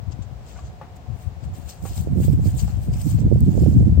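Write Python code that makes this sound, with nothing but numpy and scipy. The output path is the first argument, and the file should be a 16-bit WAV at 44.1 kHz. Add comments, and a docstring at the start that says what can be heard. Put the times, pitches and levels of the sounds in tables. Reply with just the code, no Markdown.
"""Herd in dry grass, windy microphones

A herd of wild sheep moves through dry grass while gusts buffet two microphone ports.
Wind is lumpy low noise with buffets and sharp flicks of pressure; the hush is a steady coloured wash.
Leg swishes are ticks in hiss and stem snaps very short bursts, both coloured as the microphones
hear grass; hoof knocks are short rings with a scrape of grit."""
import sys
import numpy as np
from scipy import signal
from scipy.fft import rfft, irfft
from scipy.io import wavfile
from scipy.ndimage import uniform_filter1d

SR = 44100
rng = np.random.default_rng(int(sys.argv[2]) if len(sys.argv) > 2 else 0)


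def transcribe(u):
    """Save the signal u as a 16-bit wav file named by the first command-line argument.

    u: samples, shape (n,) or (channels, n), limited to [-1, 1]; the rate is SR.
    q: integer samples, one column per channel.
    """
    v = np.clip(np.atleast_2d(u).T, -1, 1)
    q = np.round(v * 32767).astype(np.int16)
    wavfile.write(sys.argv[1], SR, q)


N = 176400

CORNER_LEFT_HZ, CORNER_RIGHT_HZ = 31.6, 58  # turbulence corners at the reference level
HERD_PAN_DB = 5  # left over right


def amp(db):
    """Turns dB into gain."""
    return 10 ** (np.asarray(db) / 20)


def unit(x):
    """Scales to rms 1."""
    return x / np.sqrt(np.mean(x ** 2) + 1e-20)


def read(points, hz):
    """Reads a spectrum on a log frequency axis."""
    f, value = np.transpose(points)
    return np.interp(np.log(hz + 1), np.log(f + 1), value)


def smooth_chance(count, span):
    """Slow random wobble of rms 1, smooth over about span points."""
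    z = rng.standard_normal(count)
    lowpass = np.exp(-(np.fft.rfftfreq(count) * 2 * span) ** 2)
    return unit(irfft(rfft(z) * lowpass, count))


def hush():
    """Steady outdoor wash: coloured noise, alike at both ports in the bass and unlike in the treble."""
    # Colour of the wash: (frequency [Hz], relative density [dB per Hz])
    wash_colour = [(64, -0.5), (157, -7.5), (265, -21.5), (373, -23), (598, -19.5), (664, -22),
                   (720, -13.5), (790, -21.5), (1300, -30.5), (7620, -44.5), (10800, -57.5), (15900, -46.5)]
    # Left-right likeness: (frequency [Hz], likeness [0 to 1])
    likeness = [(400, 0.72), (1400, 0)]
    level_db, pan_db = -39, 2  # overall level; left over right
    frames, hz = N // 512 + 5, np.fft.rfftfreq(2048, 1 / SR)
    a, b, c, d = rng.standard_normal((frames, 1025, 4)).T
    left, other = a + 1j * b, c + 1j * d
    same = np.clip(read(likeness, hz), -1, 1)[:, None]
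    right = same * left + np.sqrt(1 - same ** 2) * other
    spectra = np.array([left, right]) * amp(read(wash_colour, hz)[:, None])
    wash = unit(signal.istft(spectra, nperseg=2048, noverlap=1536)[1][:, :N])
    return amp(level_db + pan_db * np.array([[.5], [-.5]])) * wash


def flick(stretch):
    """One sharp swing of pressure: a cosine in a bell-shaped envelope, slower when stretched."""
    flick_hz, flick_s = 238.4, 0.00093  # swing rate and half-width to 1/e, before stretching
    t = np.arange(-400, 400) / SR / stretch
    return -np.exp(-(t / flick_s) ** 2) * np.cos(2 * np.pi * flick_hz * t)


def flicks():
    """The strongest swings of wind pressure, on the right port only."""
    # Strong flicks: (time [s], peak [dB])
    strong = [(2.073, -9.5), (2.283, -7.5), (3.326, -5), (3.663, -2.5)]
    right = np.zeros(N)
    for s, db in strong:
        right[round(s * SR) - 400:][:800] += amp(db) * flick(1)
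    return np.array([0 * right, right])


def gust_power(level, buffets):
    """Wind power over time: a base level with random lumps, plus bell-shaped single buffets."""
    lump_db, lump_s = 3.6, .018  # rms depth and smoothness
    buffet_s = 0.016  # half-length of a buffet, to 1/e of its power
    t = np.arange(N) / SR
    base_db = np.interp(t, *np.transpose(level))
    power = amp(base_db + lump_db * smooth_chance(N, lump_s * SR)) ** 2
    return power + sum(amp(db) ** 2 * np.exp(-((t - s) / buffet_s) ** 2) for s, db in buffets)


def turbulence(power, corner_hz):
    """Low noise whose corner climbs with the gust and jumps with each eddy, held near a steady level."""
    corner_rise, reference_db = 0.37, -19.5  # dB of corner per dB of wind above the reference
    eddy_db, eddy_frames = 1.3, 1.1  # rms depth and smoothness of the corner's jumps
    slope_db, bend = 13.5, 0.84  # drop at the corner; how the slope flattens towards the treble
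    low_cut_hz, low_cut_steep = 80, 1.6
    steady, steady_s = .9, .022  # how far the noise is evened out, and over what time
    frames, hz = N // 256 + 5, np.fft.rfftfreq(1024, 1 / SR)[:, None]
    frame_power = np.interp(np.arange(frames) * 256 / SR, np.arange(N) / SR, power)
    lift_db = corner_rise * (10 * np.log10(frame_power) - reference_db)
    corner = corner_hz * amp(lift_db + eddy_db * smooth_chance(frames, eddy_frames))
    low_cut = (1 + (low_cut_hz / (hz + 1)) ** 2) ** low_cut_steep
    shape = amp(-slope_db * (hz / corner) ** bend) / low_cut
    shape = shape / np.linalg.norm(shape, axis=0)  # equal power in every frame
    a, b = rng.standard_normal((frames, 513, 2)).T
    noise = signal.istft((a + 1j * b) * shape, nperseg=1024, noverlap=768)[1][:N]
    span = round(steady_s * SR)
    local_power = uniform_filter1d(uniform_filter1d(noise ** 2, span), span)
    return unit(noise / local_power ** (steady / 2))


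def gust(level, buffets, corner_hz):
    """Wind at one port: turbulence and a flutter of small random flicks, both riding on the gust."""
    flutter_per_s, flutter_db = 40, -1.5  # average rate; strength against the turbulence
    power = gust_power(level, buffets)
    noise = turbulence(power, corner_hz)
    train = rng.standard_normal(N) * (rng.random(N) < flutter_per_s / SR)
    # A port with a lower corner gets slower flicks
    flutter = signal.oaconvolve(train, flick(CORNER_RIGHT_HZ / corner_hz), "same")
    return (noise + amp(flutter_db) * flutter) * np.sqrt(power)


def to_ports(x, other, pan_db, lag=18):
    """Places a herd sound: x lag samples later at the left port, x mixed with other at the right."""
    same = .42  # share of x at the right port; other may be x itself
    left = np.roll(x, lag) * amp(pan_db / 2)
    right = (same * x + np.sqrt(1 - same ** 2) * other) * amp(-pan_db / 2)
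    return np.array([left, right])


def knocks():
    """Hooves on hard ground: decaying sine modes ring briefly over a longer scrape of band-passed grit."""
    # Hoof knocks: (time [s], level before panning [dB], pitch scale [ratio])
    hits = [(.561, -42, 1.8), (.587, -39.5, 1.4), (.813, -29.5, 1.03), (1.852, -31.5, .95),
            (2.678, -36.5, 1)]
    # Hoof modes: (frequency before pitch scaling [Hz], relative level [dB], time to fall 60 dB [s])
    modes = [(520, -3, .06), (820, 0, .08), (1180, -6, .05)]
    scrape_db, scrape_t60, scrape_hz = -12, .17, 700  # rms at the start against the ring's peak; s; Hz
    rise_s = .001
    out, t = np.zeros((2, N)), np.arange(6000) / SR
    phases = rng.random((len(hits), len(modes)))  # random, one for each mode of each hit
    grit = rng.standard_normal((len(hits), 2, 6000))
    band = signal.butter(2, [scrape_hz / 2, scrape_hz * 2], "band", fs=SR)
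    grit = unit(signal.lfilter(*band, grit))
    for (s, db, scale), turns, dust in zip(hits, phases, grit):
        ring = np.zeros(6000)
        for (hz, mode_db, t60), turn in zip(modes, turns):
            ring += amp(mode_db - 60 * t / t60) * np.sin(2 * np.pi * (hz * scale * t + turn))
        scrape = dust * amp(scrape_db - 60 * t / scrape_t60)
        hit = ring / abs(ring).max() + scrape
        out[:, round(s * SR):][:, :6000] += amp(db) * hit * np.minimum(t / rise_s, 1)
    return to_ports(out[0], out[1], HERD_PAN_DB, lag=0)


def grass_bands(x):
    """Colours x as grass sounds through the microphones and splits it into low, middle and top bands."""
    # Grass as the microphones hear it, with a bright peak near 7.6 kHz and a dip near 10.7 kHz:
    # (frequency [Hz], relative density [dB per Hz])
    heard_grass = [(1200, -17.5), (2000, -19), (3120, -8.5), (6800, -2), (7650, 0.5), (8500, -1),
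                   (10700, -28), (12400, -12), (15900, -6.5)]
    low_split_hz, top_split_hz = 2180, 8220
    hz = np.fft.rfftfreq(N, 1 / SR)
    low = 1 / (1 + (hz / low_split_hz) ** 4)
    top = 1 / (1 + (top_split_hz / (hz + 1)) ** 20)
    parts = np.array([low, 1 - low - top, top])
    return irfft(rfft(x) * amp(read(heard_grass, hz)) * parts, N)


def snaps():
    """Stems snapping: very short, fast-decaying noise bursts, coloured as the microphones hear grass."""
    # Snaps: (time [s], peak before panning [dB], gain of the top band [dB])
    breaks = [(1.692, -30, -2), (1.864, -35, -4), (1.934, -36, -6), (1.979, -28.5, -8), (3.016, -31, 0),
              (3.205, -38, -8), (3.406, -24, 19)]
    t60 = .009  # s
    out, t = np.zeros((2, N)), np.arange(600) / SR
    bursts = rng.standard_normal((len(breaks), 600)) * amp(-60 * t / t60)
    for (s, db, top_db), burst in zip(breaks, bursts):
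        x = np.zeros(N)
        x[round(s * SR):][:600] = burst
        low, middle, top = grass_bands(x)
        x = low + middle + amp(top_db) * top
        snap = amp(db) * x / abs(x).max()
        out += to_ports(snap, snap, HERD_PAN_DB)  # alike at both ports
    return out


def swish_power():
    """Power of the low, middle and top bands as each leg swells and fades with straight slopes in dB."""
    # Legs through grass: (peak time [s], middle-band level before panning [dB], rise [s], fall [s],
    # top band against the middle [dB])
    legs = [(.224, -53, 0.0032, 0.013, -23), (.494, -52.5, 0.026, 0.027, -4),
            (.594, -56, 0.062, 0.018, -13), (.673, -56.5, 0.048, 0.02, -18),
            (0.966, -59, 0.0057, 0.0066, 3.5), (1.227, -61, 0.047, 0.03, 6.5),
            (1.442, -58.5, 0.018, 0.031, -2), (1.548, -58.5, 0.012, 0.11, 6.5),
            (1.693, -44.5, 0.014, 0.034, 0.5), (1.865, -47.5, 0.023, 0.062, 6),
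            (1.977, -45, 0.038, 0.038, 4.5), (2.239, -47.5, 0.036, 0.042, 9),
            (2.33, -56.5, 0.025, 0.021, 6.5), (2.469, -49, 0.04, 0.066, 4), (2.596, -39, 0.017, 0.025, 3),
            (2.69, -53, 0.13, 0.068, 1), (2.838, -56, 0.029, 0.04, 7.5), (2.934, -53.5, 0.011, 0.052, 5),
            (3.018, -48, 0.021, 0.0084, 8.5), (3.105, -46.5, 0.076, 0.035, 6),
            (3.2, -54.5, 0.079, 0.028, 0), (3.624, -53, 0.19, 0.16, 4), (0.122, -50, 0.0068, 0.0093, -33)]
    flank_db = -8  # drop one rise before and one fall after the peak
    low_share, low_offset_db = 0.51, -10  # the low band follows this share of the level, plus the offset
    t, power = np.arange(N) / SR, np.zeros((3, N))
    for s, db, rise, fall, top_db in legs:
        low_db = low_offset_db - (1 - low_share) * db
        shape_db = db + flank_db * np.where(t < s, (s - t) / rise, (t - s) / fall)
        power += amp(shape_db + np.array([[low_db], [0], [top_db]])) ** 2
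    return power


def stalks():
    """Three bands of random stalk ticks, separate in each band, within a shared fine hiss."""
    per_s, spread_db = 1200, 4  # ticks in each band; average boost of a tick, up to four times that
    share = .45  # of the power in ticks
    hits = rng.random((3, N)) < per_s / SR
    boost = amp(spread_db * np.minimum(rng.exponential(1, (3, N)), 4))
    ticks = rng.standard_normal((3, N)) * boost * hits
    hiss = rng.standard_normal(N)
    bands = grass_bands(np.sqrt(share) * unit(ticks) + np.sqrt(1 - share) * hiss)
    return bands / bands[1].std()


def swishes():
    """Legs brushing stalks: dense ticks in hiss, swelling with each leg, the colour patchy between tufts."""
    patch_db, patch_frames, patch_bins = 2.5, 8, 5  # rms depth; size in time and in frequency
    envelope = np.sqrt(swish_power())
    layers = [(stalks() * envelope).sum(0) for _ in range(2)]  # two, so the ports can differ
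    spectra = signal.stft(layers)[2]
    patches = rng.standard_normal(spectra[0].T.shape)
    patches = uniform_filter1d(uniform_filter1d(patches, patch_frames, 0), patch_bins, 1)
    patchy = signal.istft(spectra * amp(patch_db * unit(patches).T))[1][:, :N]
    return to_ports(*patchy, HERD_PAN_DB)


def scene():
    """Wind at each port over the herd and the hush."""
    # Base wind at each port: (time [s], level [dB])
    wind_left = [(0, -22), (.3, -31.5), (.8, -38), (1.05, -37.5), (1.6, -27.5), (1.8, -39), (2.0, -19),
                 (3.0, -20.5), (3.3, -20.5), (4.0, -14.5)]
    wind_right = [(0, -47), (1.75, -51), (1.84, -26.5), (2.03, -26), (2.1, -15), (2.58, -19), (2.8, -26.5),
                  (3.1, -21.5), (3.35, -16), (4.0, -16.5)]
    # Single buffets at each port: (time [s], level added at the peak [dB])
    buffets_left = [(.075, -23), (1.1, -19), (1.139, -20.5), (1.272, -17.5), (2.23, -16.5), (2.34, -11.5),
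                    (2.43, -16), (2.805, -23), (3.15, -9.5), (3.254, -9), (3.354, -14), (3.432, -10),
                    (3.623, -12), (3.773, -5), (3.828, -9.5), (3.909, -11), (3.983, -6)]
    buffets_right = [(0.639, -29.5), (0.694, -29), (1.473, -25), (1.525, -25), (2.199, -16.5),
                     (2.294, -11.5), (2.341, -13.5), (2.887, -16), (3.258, -11), (3.328, -10.5),
                     (3.424, -9), (3.482, -10.5), (3.578, -8.5), (3.678, -11), (3.815, -9.5), (3.873, -9)]
    left = gust(wind_left, buffets_left, CORNER_LEFT_HZ)
    right = gust(wind_right, buffets_right, CORNER_RIGHT_HZ)
    wind = np.array([left, right])
    return wind + flicks() + hush() + swishes() + snaps() + knocks()


def record(dry):
    """Steep rumble cut, soft overload near full scale, then the band limit."""
    rumble_cut_hz, knee, edge_hz = 57, .8, 15950  # the knee is where overload starts, in full scales
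    x = signal.sosfilt(signal.butter(6, rumble_cut_hz, "high", fs=SR, output="sos"), dry)
    over = np.maximum(abs(x) - knee, 0)
    x = x - np.sign(x) * (over - (1 - knee) * np.tanh(over / (1 - knee)))
    band_limit = signal.firwin(511, edge_hz, window=("kaiser", 9), fs=SR)
    return signal.oaconvolve(x, band_limit[None], "same", axes=1)


dry = scene()
out = record(dry)
transcribe(out)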